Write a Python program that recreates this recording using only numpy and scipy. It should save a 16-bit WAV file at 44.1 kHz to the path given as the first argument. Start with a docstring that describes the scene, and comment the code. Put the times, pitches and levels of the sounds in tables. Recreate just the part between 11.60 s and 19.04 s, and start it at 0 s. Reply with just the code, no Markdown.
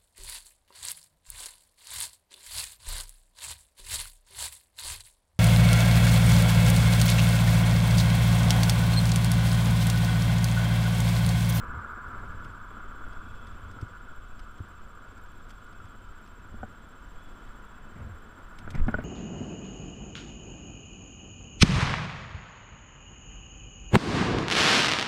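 """Tyres hum and wind buffets a small cased camera worn by the rider of an electric scooter.
The hum, a band of noise, sinks as the scooter coasts up to a junction, where a far traffic roar opens up.
Stones ring as short sines, bumps thud as decaying low swings, and the mount clicks in bursts of noise.
Near the end the rider leans over: the camera lurches, and knocks ring the modes of its case.
Under it all lie street hiss, a faint whine from the electronics and a very faint treble crackle."""
import sys
import numpy as np
from scipy.fft import rfft, irfft, next_fast_len
from scipy.io import wavfile
from scipy.ndimage import uniform_filter1d, map_coordinates

SR = 44100
rng = np.random.default_rng(int(sys.argv[2]) if len(sys.argv) > 2 else 0)


def dump_mix(stems):
    """Bounce the given channels to the path in sys.argv[1] as a 16-bit WAV at rate SR."""
    frames = np.atleast_2d(stems).T  # one column per channel
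    limited = np.clip(frames, -1, 1)  # hard clip at full scale
    pcm = np.round(limited * 32767).astype(np.int16)
    wavfile.write(sys.argv[1], SR, pcm)


N = 328104

# Colours set only the balance of a noise: [f/Hz, relative density level/dB]
# hiss of air and traffic
HISS_COLOUR = [(1200, -7.5), (2100, -7), (2450, -5.5), (2800, -7), (3150, -5), (3700, -8), (4300, -13.5),
               (5000, -13.5), (6800, -18.5), (8100, -14), (9000, -22.5), (13200, -24), (13700, -26),
               (15000, -27)]
# far traffic at the junction
TRAFFIC_COLOUR = [(90, -7), (220, 2), (400, -6.5), (750, -8), (860, -9), (1000, -1.5), (1250, -15),
                  (1650, -6.5), (2100, -17), (2600, -30), (5000, -60)]
# slow pressure swings of the wind on the case
SWAY_COLOUR = [(10, -5), (22, -5.5), (40, -8.5), (60, -23), (100, -22), (300, -74)]
# low wind buffeting on the case
BUFFET_COLOUR = [(30, -34), (55, 3), (90, 7.5), (130, -5), (170, -10), (230, -8.5), (320, -32),
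                 (500, -24.5), (1500, -48), (2800, -41), (6000, -66)]
# wind rush above the rumble
RUSH_COLOUR = [(60, -23), (160, -0.5), (225, 1.5), (300, -2.5), (400, -5.5), (620, -8), (750, -8),
               (860, -13.5), (1000, -9), (1600, -19.5), (2100, -18), (2500, -26), (5000, -68)]
# ticks of the plastic mount
MOUNT_COLOUR = [(1500, 5.5), (3300, 5.5), (4200, -0.5), (5200, 4.5), (5500, 1), (5850, -2.5), (6250, 0),
                (6650, -1), (7100, -19), (8000, -0.5), (9200, -11.5), (10700, -8.5), (14500, -22)]
# jacket cloth on the case
CLOTH_COLOUR = [(60, -2.5), (120, 5), (240, 1), (400, -17.5), (900, -16.5), (1500, -18), (2200, -19.5),
                (3000, -32), (6000, -52), (12000, -69)]
# tyre hum
HUM_COLOUR = [(600, -52), (860, -17.5), (985, -4.5), (1060, -8), (1200, -0.5), (1310, -0.5), (1440, 2.5),
              (1560, -5), (1700, -8.5), (1850, -27), (2150, -24), (2450, -32), (4000, -64)]
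# dry scuff of a knock
SCUFF_COLOUR = [(100, 18.5), (800, -8.5), (1700, -4.0), (2600, -18), (5000, -33), (12000, -72)]
# top-treble crackle
CRACKLE_COLOUR = [(7000, -25), (10000, 3), (13000, 3), (13800, -6)]

# Air resonances of the case: [f/Hz, width/Hz, relative level/dB]
CASE_AIR = [(2610, 66, 3.5), (3060, 170, 0.5), (3380, 130, 4)]
# Passing cars: [t/s, hiss level/dB, swell half-width/s, level/dB of the ringing air in the case]
PASSING_CARS = [(0.7, -69, 0.35, -72), (1.802, -68.5, 0.62, -67.5), (5.68, -70, 0.32, -77)]
# Electronics bursts in each cycle: [start t/s, end t/s, f/Hz before drift, level/dB of the fundamental]
WHINE_BURSTS = [(.0145, .031, 7478, -67.5), (.034, .042, 7478, -66.5), (.042, .0505, 7430, -66.5)]
# Gusts that hit the case: [t/s, buffet level/dB, swell half-width/s]
WIND_GUSTS = [(0.137, -40, 0.1), (0.747, -44, 0.29), (1.785, -48, 0.2), (2.104, -46.5, 0.16),
              (3.252, -56, 0.26), (4.995, -49.5, 0.18), (6.454, -41.5, 0.089), (7.28, -41.5, 0.21)]
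# Clear ticks of the mount: [t/s, level/dB before the trim in ticks()]
MOUNT_TICKS = [(0.845, -50), (1.869, -49), (2.112, -51), (2.212, -48), (2.793, -47), (3.894, -51),
               (3.904, -49), (4.126, -54), (4.2546, -55), (4.674, -54.5), (6.987, -43.5), (7.104, -39.5),
               (7.15, -44), (7.269, -50.5), (7.3093, -55)]
# Clothing rubs on the case: [t/s, level/dB, stroke half-width/s]
CLOTHING_RUBS = [(6.392, -46, 0.042), (7.054, -49.5, 0.087), (7.171, -35.5, 0.03), (7.393, -42, 0.098)]
# Thuds through the rider's body: [t/s, swing level/dB before onset and strap, swing f/Hz, t60/s]
BODY_THUDS = [(2.2261, -17, 98, 0.052), (3.0025, -22.5, 92, 0.071), (4.243, -35, 84, 0.093),
              (5.037, -31, 94, 0.067), (7.209, -19, 64, 0.17), (7.268, -17.5, 119, 0.062),
              (7.348, -16.5, 79.5, 0.058)]
# Modes of the knocked case: [f/Hz, relative level/dB before scatter and focus, t60/s]
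CASE_MODES = [(221, 2.5, 0.071), (440, -9, 0.051), (606, -4, 0.045), (764, -1.5, 0.028), (1230, 4, 0.0043),
              (1465, 2.5, 0.037), (1900, -9.5, 0.0068), (3060, -23.5, 0.025), (4860, -20, 0.017)]
# Blows on the case: [t/s, ring level/dB, favoured f/Hz, scuff level/dB], levels before the padding
CASE_KNOCKS = [(4.942, -35.5, 230, -54), (5.0304, -25, 700, -43.5), (5.0343, -29, 646, -51),
               (7.0758, -33, 1900, -30.5), (7.2820, -17, 220, -19.5), (7.2857, -25.5, 1500, -38),
               (7.294, -29, 220, -45), (7.3404, -17.5, 415, -30), (7.3425, -18, 2380, -41),
               (7.3840, -27, 910, -34), (7.3872, -22.5, 440, -35)]
# Tyre hum sinking with speed: [t/s, level/dB before the trim in tyres()]
TYRE_LEVEL = [(0.0, -42), (0.62, -44.5), (0.92, -48.5), (1.4, -47.5), (1.75, -51), (2.35, -51.5),
              (2.7, -54), (3.15, -53), (5.1, -56.5), (6.9, -55), (7.44, -51)]
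# Stones struck by the tread: [t/s, peak level/dB]
TREAD_STONES = [(0.2458, -32), (1.168, -35.5), (1.204, -36.5), (1.439, -35.5), (2.096, -49), (2.187, -36.5),
                (2.349, -43), (2.367, -38), (2.409, -39), (2.486, -41.5), (4.201, -43)]

SLOW_HUM_DB = -55.5  # the hum at a crawl; the steady wind grows with the hum above this
JUNCTION_S, JUNCTION_RISE_S, JUNCTION_DB = 4.7, 0.69, -56.5  # midpoint, rise scale, final level
LURCH_S, LURCH_LENGTH_S, LURCH_HZ, LURCH_DB = 7.222, 0.042, 19, -14.5  # time, half-width, swing, peak
FAINT_TICKS_END_S = 4.8  # the faint ticks all fall before this
CYCLE_HZ = 14.9846  # cycles of the electronics' bursts
TOP_HZ = 15200  # the camera's band limit


def amp(db):
    """Decibels to gain."""
    return 10 ** (np.asarray(db) / 20)


def unit(x):
    """Scale to rms 1."""
    return x / np.sqrt(np.mean(x ** 2) + 1e-20)


def seconds(length=N):
    """The time of each sample in s."""
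    return np.arange(length) / SR


def curves(rows):
    """One value per sample for each column after the time."""
    s, *cols = np.transpose(rows)
    return [np.interp(seconds(), s, c) for c in cols]


def wobble(rate):
    """A smooth random curve, rate knots a second."""
    knots = rng.standard_normal(int(N * rate / SR) + 4)
    return map_coordinates(knots, [np.arange(N) * rate / SR])


def filtered(x, response):
    """Shape the spectrum of x by a response of frequency."""
    m = next_fast_len(N + SR // 2)
    return irfft(rfft(x, m) * response(np.fft.rfftfreq(m, 1 / SR)), m)[:N]


def noise(colour):
    """Noise of rms 1, coloured by (Hz, dB) points on a log axis."""
    f, db = np.transpose(colour)
    white = rng.standard_normal(N)
    return unit(filtered(white, lambda hz: amp(np.interp(np.log(hz + 1), np.log(f), db))))


def add(track, s, sound):
    """Mix a sound into the track from time s on."""
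    part = track[round(s * SR):][:len(sound)]
    part += sound[:len(part)]


def swell(s, length):
    """A bell-shaped rise and fall around time s, peak 1."""
    return np.exp(-((seconds() - s) / length) ** 2)


def together(gains):
    """The gain of unrelated noises that sound at once: their powers add."""
    return np.sqrt(sum(g ** 2 for g in gains))


def crackle(level_db=-76, t60=0.015, spread_db=10.5):
    """The top treble crackles very faintly: 130 decaying grains of noise at random times."""
    force, t = np.zeros(N), seconds(SR // 50)
    for when, size in rng.random(size=(130, 2)):
        add(force, when * N / SR, amp(level_db + spread_db * size - 60 * t / t60))
    return force * noise(CRACKLE_COLOUR)


def whine(octave_db=-9.0, drift_hz=9, steady_hz=3000, steady_db=-77):
    """The camera's electronics sing in a short cycle of bursts over one faint steady tone."""
    t = seconds()
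    in_cycle = t % (1 / CYCLE_HZ)
    size, pitch = np.zeros(N), np.full(N, float(WHINE_BURSTS[0][2]))
    for start, end, hz, db in WHINE_BURSTS:
        on = (in_cycle >= start) & (in_cycle < end)
        size[on], pitch[on] = amp(db), hz
    phase = 2 * np.pi * np.cumsum(pitch + drift_hz * wobble(40)) / SR
    tone = np.sin(phase) + amp(octave_db) * np.sin(2 * phase)
    bursts = uniform_filter1d(size, size=40) * tone  # soft burst edges
    return bursts + amp(steady_db) * np.sin(2 * np.pi * steady_hz * t)


def case_resonance(hz, width):
    """Air in the case rings at one pitch: noise through a narrow peak."""
    white = rng.standard_normal(N)
    return filtered(white, lambda f: 1 / (1 + (2 * (f - hz) / width) ** 2))


def street(hiss_db=-66.5, cavity_db=-73.0, flutter_db=0.43, ring_flutter_db=3.0):
    """Air and traffic hiss swells with each car; each air resonance of the case wavers on its own."""
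    air = together([amp(hiss_db)] + [amp(db) * swell(s, length) for s, db, length, _ in PASSING_CARS])
    ringing = together([amp(cavity_db)] + [amp(db) * swell(s, length) for s, _, length, db in PASSING_CARS])
    ring = unit(sum(amp(db + ring_flutter_db * wobble(7.4)) * case_resonance(hz, width)
                    for hz, width, db in CASE_AIR))
    hiss = air * amp(flutter_db * wobble(13)) * noise(HISS_COLOUR)
    return hiss + ringing * ring


def junction():
    """The roar of far traffic opens up as the scooter reaches the junction."""
    opening = (1 + np.tanh((seconds() - JUNCTION_S) / JUNCTION_RISE_S)) / 2
    return amp(JUNCTION_DB) * opening * noise(TRAFFIC_COLOUR)


def wind(sway_db=-45.5, sway_grows=0.43, sway_wander_db=2.5, buffet_db=-58, buffet_grows=0.5,
         rush_db=-58.0, rush_grows=0.59, gust_rush_db=-15, lumps_db=0.8, rough_db=2):
    """Eddies press on the case, harder at speed and in gusts, and stir the rush above the rumble."""
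    # the hum level stands for speed; each "grows" is wind dB per dB of hum
    speed_db = curves(TYRE_LEVEL)[0] - SLOW_HUM_DB
    gusts = together(amp(db) * swell(s, length) for s, db, length in WIND_GUSTS)
    eddies = unit(amp(lumps_db * wobble(22)))
    sway_gain = amp(sway_db + sway_grows * speed_db + sway_wander_db * wobble(6))
    sway = sway_gain * noise(SWAY_COLOUR)
    buffet = together([amp(buffet_db + buffet_grows * speed_db), gusts]) * noise(BUFFET_COLOUR)
    flow = together([amp(rush_db + rush_grows * speed_db), amp(gust_rush_db) * gusts])
    rush = flow * unit(amp(rough_db * wobble(70))) * noise(RUSH_COLOUR)
    return sway + eddies * buffet + np.sqrt(eddies) * rush


def ticks(level_db=-2, t60=0.044, attack=0.0005, faint_db=-66, spread_db=9):
    """The plastic mount slips in short dry ticks, with fainter ones as the ride shakes it."""
    force, t = np.zeros(N), seconds(SR // 12)
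    slip = amp(-60 * t / t60) * (1 - np.exp(-t / attack))
    for s, db in MOUNT_TICKS:
        add(force, s, amp(db + level_db) * slip)
    for when, size in rng.random(size=(18, 2)):
        add(force, when * FAINT_TICKS_END_S, amp(faint_db + spread_db * size) * slip)
    return force * noise(MOUNT_COLOUR)


def rubs(catch_db=4):
    """The jacket drags over the case, catching and letting go: noise with a rough gain."""
    stroke = sum(amp(db) * swell(s, length) for s, db, length in CLOTHING_RUBS)
    return stroke * unit(amp(catch_db * wobble(110))) * noise(CLOTH_COLOUR)


def lurch():
    """The camera swings slowly to and fro as the rider leans over."""
    swing = np.cos(2 * np.pi * LURCH_HZ * (seconds() - LURCH_S))
    return amp(LURCH_DB) * swell(LURCH_S, LURCH_LENGTH_S) * swing


def thuds(attack=0.0031, strap_hz=270, strap_db=-4, strap_t60=0.021):
    """Jolts swing the camera for a few low cycles and snap its strap taut."""
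    out, t = np.zeros(N), seconds(SR // 4)
    strap = amp(strap_db - 60 * t / strap_t60) * np.sin(2 * np.pi * strap_hz * t)
    onset = 1 - np.exp(-t / attack)
    for s, db, hz, t60 in BODY_THUDS:
        swing = amp(-60 * t / t60) * np.sin(2 * np.pi * hz * t)
        add(out, s, -amp(db) * (swing + strap) * onset)
    return out


def knocks(scuff_t60=0.069, focus_db=6.0, soft_hz=3600):
    """Each blow rings the damped case, most near the pitch its contact favours, and scuffs it."""
    out, t = np.zeros(N), seconds(SR // 6)
    scuff = noise(SCUFF_COLOUR)
    for s, db, favoured, scuff_db in CASE_KNOCKS:
        scatter = 1.5 * rng.standard_normal(len(CASE_MODES))  # dB, so no two blows match
        ring = np.zeros(len(t))
        for k, (hz, level, t60) in enumerate(CASE_MODES):
            octaves_off = abs(np.log2(hz / favoured))
            decay = amp(level + scatter[k] - focus_db * octaves_off - 60 * t / t60)
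            ring += decay * np.sin(2 * np.pi * hz * t) * (-1) ** k
        contact = amp(scuff_db - 60 * t / scuff_t60) * np.roll(scuff, -round(s * SR))[:len(t)]
        add(out, s, amp(db) * ring / np.abs(ring).max() + contact)
    # the padded contact passes little treble
    return filtered(out, lambda f: 1 / (1 + 1j * np.sqrt(2) * f / soft_hz - (f / soft_hz) ** 2) ** 2)


def tyres(level_db=1, grain_db=1.14, flutter_db=0.5, stone_hz=1400, stone_t60=0.025, stone_attack=0.0017):
    """Tread drums on coarse asphalt: a band of hum, rough with the stones and weaker as speed drops."""
    hum_db, = curves(TYRE_LEVEL)
    road = unit(amp(grain_db * wobble(130) + flutter_db * wobble(24)))
    out = amp(hum_db + level_db) * road * noise(HUM_COLOUR)
    # a larger stone rings the same band for a few cycles
    t = seconds(SR // 25)
    envelope = amp(-60 * t / stone_t60) * (1 - np.exp(-t / stone_attack))
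    for s, db in TREAD_STONES:
        pitch = stone_hz * (1 + 0.014 * rng.standard_normal())
        ring = envelope * np.sin(2 * np.pi * pitch * t)
        add(out, s, amp(db) * ring / np.abs(ring).max())
    return out


def scene():
    """Everything meets at the one microphone."""
    background = crackle() + whine() + street() + junction()
    handling = ticks() + rubs() + lurch() + thuds() + knocks()
    return (background + wind() + handling + tyres())[None]


def record(dry):
    """The camera cuts steeply above its band limit."""
    return filtered(dry[0], lambda hz: 1 / (1 + (hz / TOP_HZ) ** 400))[None]


dry = scene()
out = record(dry)
dump_mix(out)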